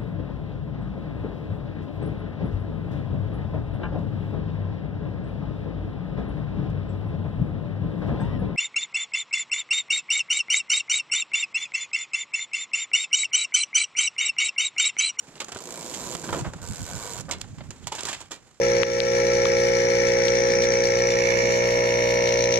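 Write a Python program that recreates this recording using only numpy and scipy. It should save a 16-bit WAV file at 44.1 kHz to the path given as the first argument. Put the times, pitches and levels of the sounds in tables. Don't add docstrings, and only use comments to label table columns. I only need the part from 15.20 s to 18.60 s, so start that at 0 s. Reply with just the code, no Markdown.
import sys
import numpy as np
from scipy import signal
from scipy.fft import rfft, irfft, next_fast_len
from scipy.io import wavfile
from scipy.ndimage import uniform_filter1d, map_coordinates

SR = 44100
rng = np.random.default_rng(int(sys.argv[2]) if len(sys.argv) > 2 else 0)


def put_to_file(sound):
    columns = np.atleast_2d(sound).T
    safe = np.clip(columns, -1, 1)
    whole_steps = np.round(safe * 32767)
    wavfile.write(sys.argv[1], SR, whole_steps.astype(np.int16))


def field_ratio(decibels):
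    return 10 ** (np.asarray(decibels, dtype=float) / 20)


N = 149940


def unit(x):
    return x / np.sqrt(np.mean(x ** 2) + 1e-20)


def along(points, hz):
    f, value = np.transpose(points)
    return np.interp(np.log(hz + 1), np.log(f + 1), value)


def curves(rows):
    s, *cols = np.transpose(rows)
    return [np.interp(np.arange(N) / SR, s, c) for c in cols]


def wobble(rate):
    knots = rng.standard_normal(int(N * rate / SR) + 4)
    return map_coordinates(knots, [np.arange(N) * rate / SR])


def filtered(x, response):
    m = next_fast_len(N + SR // 2)
    return irfft(rfft(x, m) * response(np.fft.rfftfreq(m, 1 / SR)), m)[..., :N]


def peak(f, hz, width):
    return 1j * f * width / (hz * hz - f * f + 1j * f * width)


def click(pulses, spectrum):
    gain = field_ratio(along(spectrum, np.fft.rfftfreq(2048, 1 / SR)))
    return filtered(pulses, lambda hz: field_ratio(along(spectrum, hz))) / np.sqrt(np.mean(gain ** 2))


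# pitch_hz, likeness (0 to 1)
ALIKE = [(100, .9), (1000, .92), (3000, .72), (14000, .4)]


def rush(spectrum, alike=ALIKE):
    def mid_side(hz):
        turn = np.arccos(np.clip(along(alike, hz), -1, 1)) / 2
        return field_ratio(along(spectrum, hz)) * [np.cos(turn), np.sin(turn)]

    mid, side = filtered(rng.standard_normal((2, N)), mid_side)
    return unit(np.array([mid + side, mid - side]))


# pitch_hz, level_db
SEA_COLOUR = [(80, -15), (150, -0.5), (450, -5), (2100, -16), (7000, -26.5), (12000, -33.5), (14000, -53)]
# time_s, level_db
SEA_LEVEL = [(0, -50.5), (1.3, -47.5), (2.3, -53), (3.4, -60)]


def sea():
    level_db = curves(SEA_LEVEL)[0] + 0.9 * wobble(5.9) + 3.23 * wobble(60)
    return field_ratio(level_db) * rush(SEA_COLOUR)


# time_s, level_db
AIR_LEVEL = [(0, -84), (.9, -55), (1.15, -48), (1.35, -50.5), (1.7, -47), (2.05, -49.5), (2.3, -47.5),
             (2.55, -51), (3, -55), (3.4, -69)]
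# pitch_hz, level_db
RUMBLE = [(12, -33), (30, -10.5), (80, 0), (150, -1.5), (300, -13), (800, -69)]
# centre_s, level_db, pitch_hz
PUFFS = [(0.359, -50.5, 90), (.953, -37, 260), (1.122, -32, 90), (1.22, -29, 127), (1.278, -26.5, 138),
         (1.364, -40, 175), (1.429, -39, 69), (1.504, -34, 108), (1.527, -39, 109), (1.605, -37, 120),
         (1.627, -36, 94.5), (1.742, -37.5, 80), (1.766, -36.5, 120), (1.998, -45, 152.8),
         (2.099, -44.5, 59), (2.309, -43, 130), (2.16, -45, 151), (2.25, -46, 160), (2.335, -41, 190),
         (2.385, -39.5, 258), (2.42, -41, 225), (2.497, -38, 114)]


def air():
    puff_cycles, unpitched_share, port_turn_rad = 1.5, 0.71, 1.6
    t, noise = np.arange(N) / SR, rush(RUMBLE, [(60, 0.15)])
    turn = port_turn_rad * np.array([[-.5], [.5]])
    puffs = np.zeros((2, N))
    for (s, db, hz), chance in zip(PUFFS, rng.standard_normal(len(PUFFS))):
        cycles = hz * (t - s)
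        swell = field_ratio(db - 4.6 * (cycles / puff_cycles) ** 2)
        thump = np.cos(2 * np.pi * cycles + turn + 3 * chance)
        puffs += swell * (unpitched_share * noise + thump)
    lumps = field_ratio(4.2 * np.array([wobble(18), wobble(17)]))
    steady = field_ratio(curves(AIR_LEVEL)[0] + 1.0) * lumps * noise
    return (steady + puffs) * field_ratio([[-2.5], [2.5]])


# pitch_hz, fall_by_60_db_s
DECK = [(200, 0.52), (10000, 0.048)]


def deck(x):
    hz, t, z = signal.stft(rng.standard_normal((2, SR // 3)), SR, nperseg=256)
    fade = field_ratio(-60 * t / along(DECK, hz)[:, None])
    tail = signal.istft(z * fade, SR, nperseg=256)[1]
    late = np.pad(x, ((0, 0), (200, 0)))
    return signal.fftconvolve(late, tail / np.linalg.norm(tail[0]), axes=1)[:, :N]


# pitch_hz, width_hz, gain_db
PORTS = [(12700, 5600, -3.5), (7310, 980, -1.5)]


def through_ports(x):
    lag_s = 7e-5

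    def response(f):
        cavity = np.array([field_ratio(db) * c * c / (c * c - f * f + 1j * f * w) for c, w, db in PORTS])
        return cavity * np.exp(-1j * np.pi * f * lag_s * np.array([[1], [-1]]))

    return filtered(x, response)


# time_s, level_db
RUSTLE = [(2.7, -61), (2.73, -41), (2.8, -46), (2.9, -39), (2.96, -45), (3.05, -57), (3.09, -62)]
# pitch_hz, level_db
CLOTH = [(200, -20), (900, 6.5), (2500, 1.5), (5000, -3), (9000, -12.5), (14000, -23)]


def dragging_cloth():
    return field_ratio(curves(RUSTLE)[0] + 3.4 * wobble(150)) * rush(CLOTH)


# start_s, level_db, pitch_hz, fall_by_60_db_s
TOCKS = [
    (.215, -32, 1203, 0.067),
    (.321, -37, 483, 0.056),
    (.36, -35.5, 400, 0.063),
    (1.127, -29, 955, .05),
    (1.147, -22.5, 477, 0.089),
    (2.408, -41.5, 606, 0.08),
    (2.719, -24, 907, 0.093),
    (2.884, -26.5, 1720, 0.053),
    (2.929, -32, 2730, .04),
]


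def blocks():
    rise_s, spread = 0.0015, .07
    out, t = np.zeros(N + SR), np.arange(SR // 4) / SR
    for (s, db, hz, t60), chance in zip(TOCKS, rng.standard_normal((len(TOCKS), 3))):
        ring = np.zeros(len(t))
        for j, c in zip((-1, 0, 1), chance):
            tone_hz = hz * (1 + spread * (j + 0.31 * c))
            ring += np.sin(2 * np.pi * tone_hz * t + c) / (1 + abs(j))
        out[round(s * SR):][:len(t)] += field_ratio(db - 60 * t / t60) * (1 - np.exp(-t / rise_s)) * ring
    return out[:N]


# pitch_hz, level_db
CLACK = [(250, -50), (700, -22), (1500, -4.5), (3000, 6.5), (5000, -3.5), (8000, -69)]
KNOCK = [(40, -40), (120, -12), (350, -1), (800, -2), (1500, -4), (3000, -26.5), (9000, -62)]
FIZZ = [(1200, -32), (3000, 4), (5000, 8), (8000, 3), (12500, -6.5), (15000, -32)]
# pitch_hz, level_db
SHACKLE = [(800, -3), (920, 2), (1350, -1), (1800, 1.5), (2340, 1.5), (3300, -2.5), (4300, -10)]


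def hits(rows, rise_s, crack_db, ring_db, grain_db, level_db, fizz_life):
    delay_s, ring_life = .0012, 0.94
    out, shape, cracks = np.zeros(N + SR), np.zeros((3, N + SR)), np.zeros((3, N))
    t, grain = np.arange(SR // 3) / SR, field_ratio(grain_db * wobble(400))
    band_life = np.array([[1], [1], [fizz_life]])
    for s, db, knock_db, fizz_db, t60 in rows:
        i = round((s + delay_s) * SR)
        size = field_ratio([[db], [db + knock_db + 11], [db + fizz_db - 1.5]])
        rise = 1 - np.exp(-t / rise_s)
        shape[:, i:i + len(t)] += size * rise * field_ratio(-60 * t / (t60 * band_life))
        cracks[:, i + round(rise_s * SR)] = field_ratio(crack_db) * size[:, 0]
        for (hz, tone_db), a, b in zip(SHACKLE, *rng.standard_normal((2, len(SHACKLE)))):
            fade = field_ratio(db + ring_db + tone_db + 2.9 * a - 60 * t / (ring_life * t60))
            out[i:i + len(t)] += fade * np.sin(2 * np.pi * hz * (1 + .1 * b) * t)
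    mix = out[:N]
    for envelope, pulses, colour in zip(shape, cracks, (CLACK, KNOCK, FIZZ)):
        mix = mix + grain * envelope[:N] * rush(colour) + click(pulses, colour)
    return field_ratio(level_db) * mix


# start_s, level_db, knock_db, fizz_db, fall_by_60_db_s
SLAPS = [(0.7362, -28, -30, 3, 0.13), (1.036, -34, 0, 4, 0.15), (1.1257, -22.5, 2.5, -2.5, 0.087),
         (1.1444, -37, -5, -3, 0.37), (1.1831, -35, 0.5, 7, 0.17), (1.2435, -35.5, 5.5, -36, 0.15),
         (1.3783, -45.5, 1.5, 0, 0.17), (2.3815, -39, -5, -5, 0.081), (2.4053, -30.5, -5.5, -25, 0.042),
         (2.7811, -23, -11.5, -6, 0.12), (2.8944, -32, -6.5, 2, 0.23), (3.1074, -34.5, -2.5, 3, 0.16),
         (3.1135, -30, -15.5, -4.5, 0.16)]
THUDS = [
    (2.082, -52.5, 17.5, -25, 0.35),
    (2.465, -48, -6, -15, .03),
]


def sail_slaps():
    return hits(SLAPS + THUDS, rise_s=.002, crack_db=7.5, ring_db=-7.5, grain_db=2.0, level_db=-10.0,
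                fizz_life=0.88)


# start_s, level_db, knock_db, fizz_db, fall_by_60_db_s
RATTLE = [(0.2006, -20, -17, -3.5, 0.095), (0.2818, -37, -1, 4.5, 0.11), (0.3176, -29.5, -4.5, 3, 0.083),
          (1.0876, -25.5, 1.5, -15, 0.057), (1.3335, -34.5, 2, 3, 0.048), (2.11, -17.5, -15.5, 0.5, 0.12),
          (2.5045, -27.5, -9, 1, 0.05), (2.6688, -23.5, -13, 3.5, 0.083), (2.7195, -24, -9, -1, 0.11),
          (2.749, -34, -11.5, 6, 0.18), (2.7893, -31, -14, -2, 0.08), (2.8847, -21.5, -11, 0, 0.074),
          (2.9277, -23, -19, -3.5, 0.13), (3.003, -34, -8.5, 3, 0.15)]


def rattling_fittings():
    return hits(RATTLE, rise_s=.0008, crack_db=11, ring_db=-10, grain_db=2.5, level_db=-9.5,
                fizz_life=0.68)


# start_s, level_db, knock_db, fizz_db, fall_by_60_db_s
TICKS = [(.209, -30, -11, -4, 0.046), (.2145, -32.5, -7.5, -3, 0.078), (.415, -42, -18, 8, .015),
         (1.197, -41, -10, 6, .015), (1.998, -35, -8, 3, 0.027), (2.005, -37, -20, 5, .02),
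         (2.09, -40, -2, 6, 0.028), (2.095, -39, -10, 6, 0.029), (2.2105, -35, -40, 8.5, 0.016),
         (2.2135, -17.5, -40, -1, .014), (2.2395, -49, 4, -10, .02), (2.774, -38, -20, 2, 0.011),
         (2.844, -33, -6, -12, .015), (3.159, -43, -12, 0, .03)]


def sharp_ticks():
    return hits(TICKS, rise_s=.0004, crack_db=9.5, ring_db=-35, grain_db=1.5, level_db=-7,
                fizz_life=0.76)


# start_s, level_db, knock_db, fizz_db, fall_by_60_db_s
CLACKS = [(0.1535, -37, -30, -3.5, 0.032), (0.1783, -30, -28, -21, 0.014),
          (0.2435, -38.5, -5.5, 8.5, 0.035), (0.346, -34, -6.5, 5, 0.051), (0.3595, -32, -1, -11, 0.037),
          (0.3689, -37, -6, 8.5, 0.066), (0.3864, -41.5, -5, 7, 0.06), (0.9496, -19.5, -6, 0, 0.024),
          (1.9765, -34, -15, -2, 0.095), (2.1834, -48, -17, 11, 0.018), (2.242, -45, 3, -28, 0.033),
          (2.64, -40, -24, -8, 0.047), (2.8059, -31.5, -13, 7.5, 0.033), (2.8314, -31, -5, 7.5, 0.029),
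          (2.8509, -22.5, -14.5, 2, 0.043), (2.8674, -30.5, -7, 5, 0.045)]


def clacking_fittings():
    return hits(CLACKS, rise_s=0.00047, crack_db=10.5, ring_db=-23, grain_db=2.5, level_db=-7,
                fizz_life=0.71)


# time_s, slips_per_s, slip_db, groan_db
STROKES = [
    [(.405, 119.4, -37, -41.5), (.55, 116.5, -35, -40), (.62, 114, -36, -39.5), (.8, 120, -36, -39.5),
     (.948, 122, -35, -36)],
    [(.958, 105, -38.5, -45.5), (1.17, 96, -37.5, -29.5), (1.228, 83, -51, -47)],
    [(1.417, 87, -38.5, -45.5), (1.55, 84, -36, -43.5), (1.71, 84, -36, -45), (1.75, 111, -37.5, -41),
     (1.86, 103, -35.5, -41), (2.018, 91, -36.5, -41)],
]
# pitch_hz, width_hz, level_db
GROAN = [(176.5, 77, -6.5), (357, 44, -2.5), (490.5, 30.5, -0.5), (660, 71, -6.5), (980, 144, -8),
         (1690, 660, -22), (2310, 68, -14.5)]
GROAN_BACK = [(300, 70, -9), (488, 60, -0.5), (702, 110, -7), (953, 66, -1), (1137, 67, -5),
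              (1490, 124, -4.5), (2310, 55, -8)]
GROAN_TILT = [-0.3, -2.3, -0.2]
# time_s, drop_db
LIMP = [(.53, 14), (.62, 4), (.75, 2), (.8, 0)]
# pitch_hz, level_db
SLIP = [(150, -14), (500, 6.5), (1700, -2.5), (4000, 3), (8000, -3.5), (10500, -7), (12800, -6),
        (15000, -36)]
SNAP = [(1500, -40), (4000, -18), (6500, 3), (10000, 3), (12600, -8), (14500, -5)]


def rope():
    jitter, scatter_db, slip_t60_s, snap_db = .015, 1.6, .013, 5
    chatter_s, chatter_db = .004, -10
    rub_db, rub_late_db, rub_grows_s = -13, 8, .3
    pulsing = 0.34
    slips, rub, groan = np.zeros(N), np.zeros(N), np.zeros(N)
    t = np.arange(N) / SR

    def soft(x):
        return uniform_filter1d(x, size=500)

    for rows, tilt_db, body in zip(STROKES, GROAN_TILT, (GROAN, GROAN, GROAN_BACK)):
        rate, level_db, groan_db = curves(rows)
        weak_db = curves(LIMP)[0]
        on = (t >= rows[0][0]) & (t < rows[-1][0])

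        chance = rng.standard_normal((99, 4))
        at = np.searchsorted(np.cumsum(rate * on) / SR, np.arange(99) + 1e-6)
        k = np.flatnonzero(at < N)
        at, chance = at[k], chance[k]
        size = field_ratio(level_db[at] - weak_db[at] * (k % 2) + scatter_db * chance[:, 0])
        at = at + (jitter * chance[:, 1] * SR / rate[at]).astype(int)
        slips[at] += size
        chatter_gap = (chatter_s * SR * field_ratio(2.5 * chance[:, 2])).astype(int)
        slips[at + chatter_gap] += size * field_ratio(chatter_db + 2.4 * chance[:, 3])
        not_yet = np.exp(-abs(t - rows[0][0]) / rub_grows_s)
        rub += on * field_ratio(level_db + rub_db - rub_late_db * not_yet)

        def wood(f):
            total = 0
            for j, (hz, width, db) in enumerate(body):
                total = total + (-1) ** j * field_ratio(db + tilt_db * np.log2(hz / 500)) * peak(f, hz, width)
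            return total

        pulse = uniform_filter1d(slips, size=120) / soft(slips + 1e-9)
        shake = filtered(rush([(100, 0)]) * (1 + pulsing * pulse), wood)
        groan = groan + soft(on * field_ratio(groan_db)) * shake / shake[:, on].std()

    burst = signal.fftconvolve(slips, field_ratio(-60 * t[:SR // 10] / slip_t60_s))[:N]
    hiss = (burst + soft(rub)) * rush(SLIP)
    return field_ratio(snap_db) * click(slips, SNAP) + hiss + groan * field_ratio(1.7 * wobble(24.87))


def scene():
    near = rope() + clacking_fittings() + blocks() + dragging_cloth()
    near = near + sharp_ticks() + rattling_fittings() + sail_slaps()
    deck_db = -16
    return through_ports(near + field_ratio(deck_db) * deck(near) + sea()) + air()


def band_limit(x):
    return signal.sosfilt(signal.butter(12, 15700, fs=SR, output="sos"), x)


def record(dry):
    edge_hz = 14100
    mix = filtered(dry, lambda hz: 1 / (1 + (hz / edge_hz) ** 28))
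    return band_limit(mix)


dry = scene()
out = record(dry)
put_to_file(out)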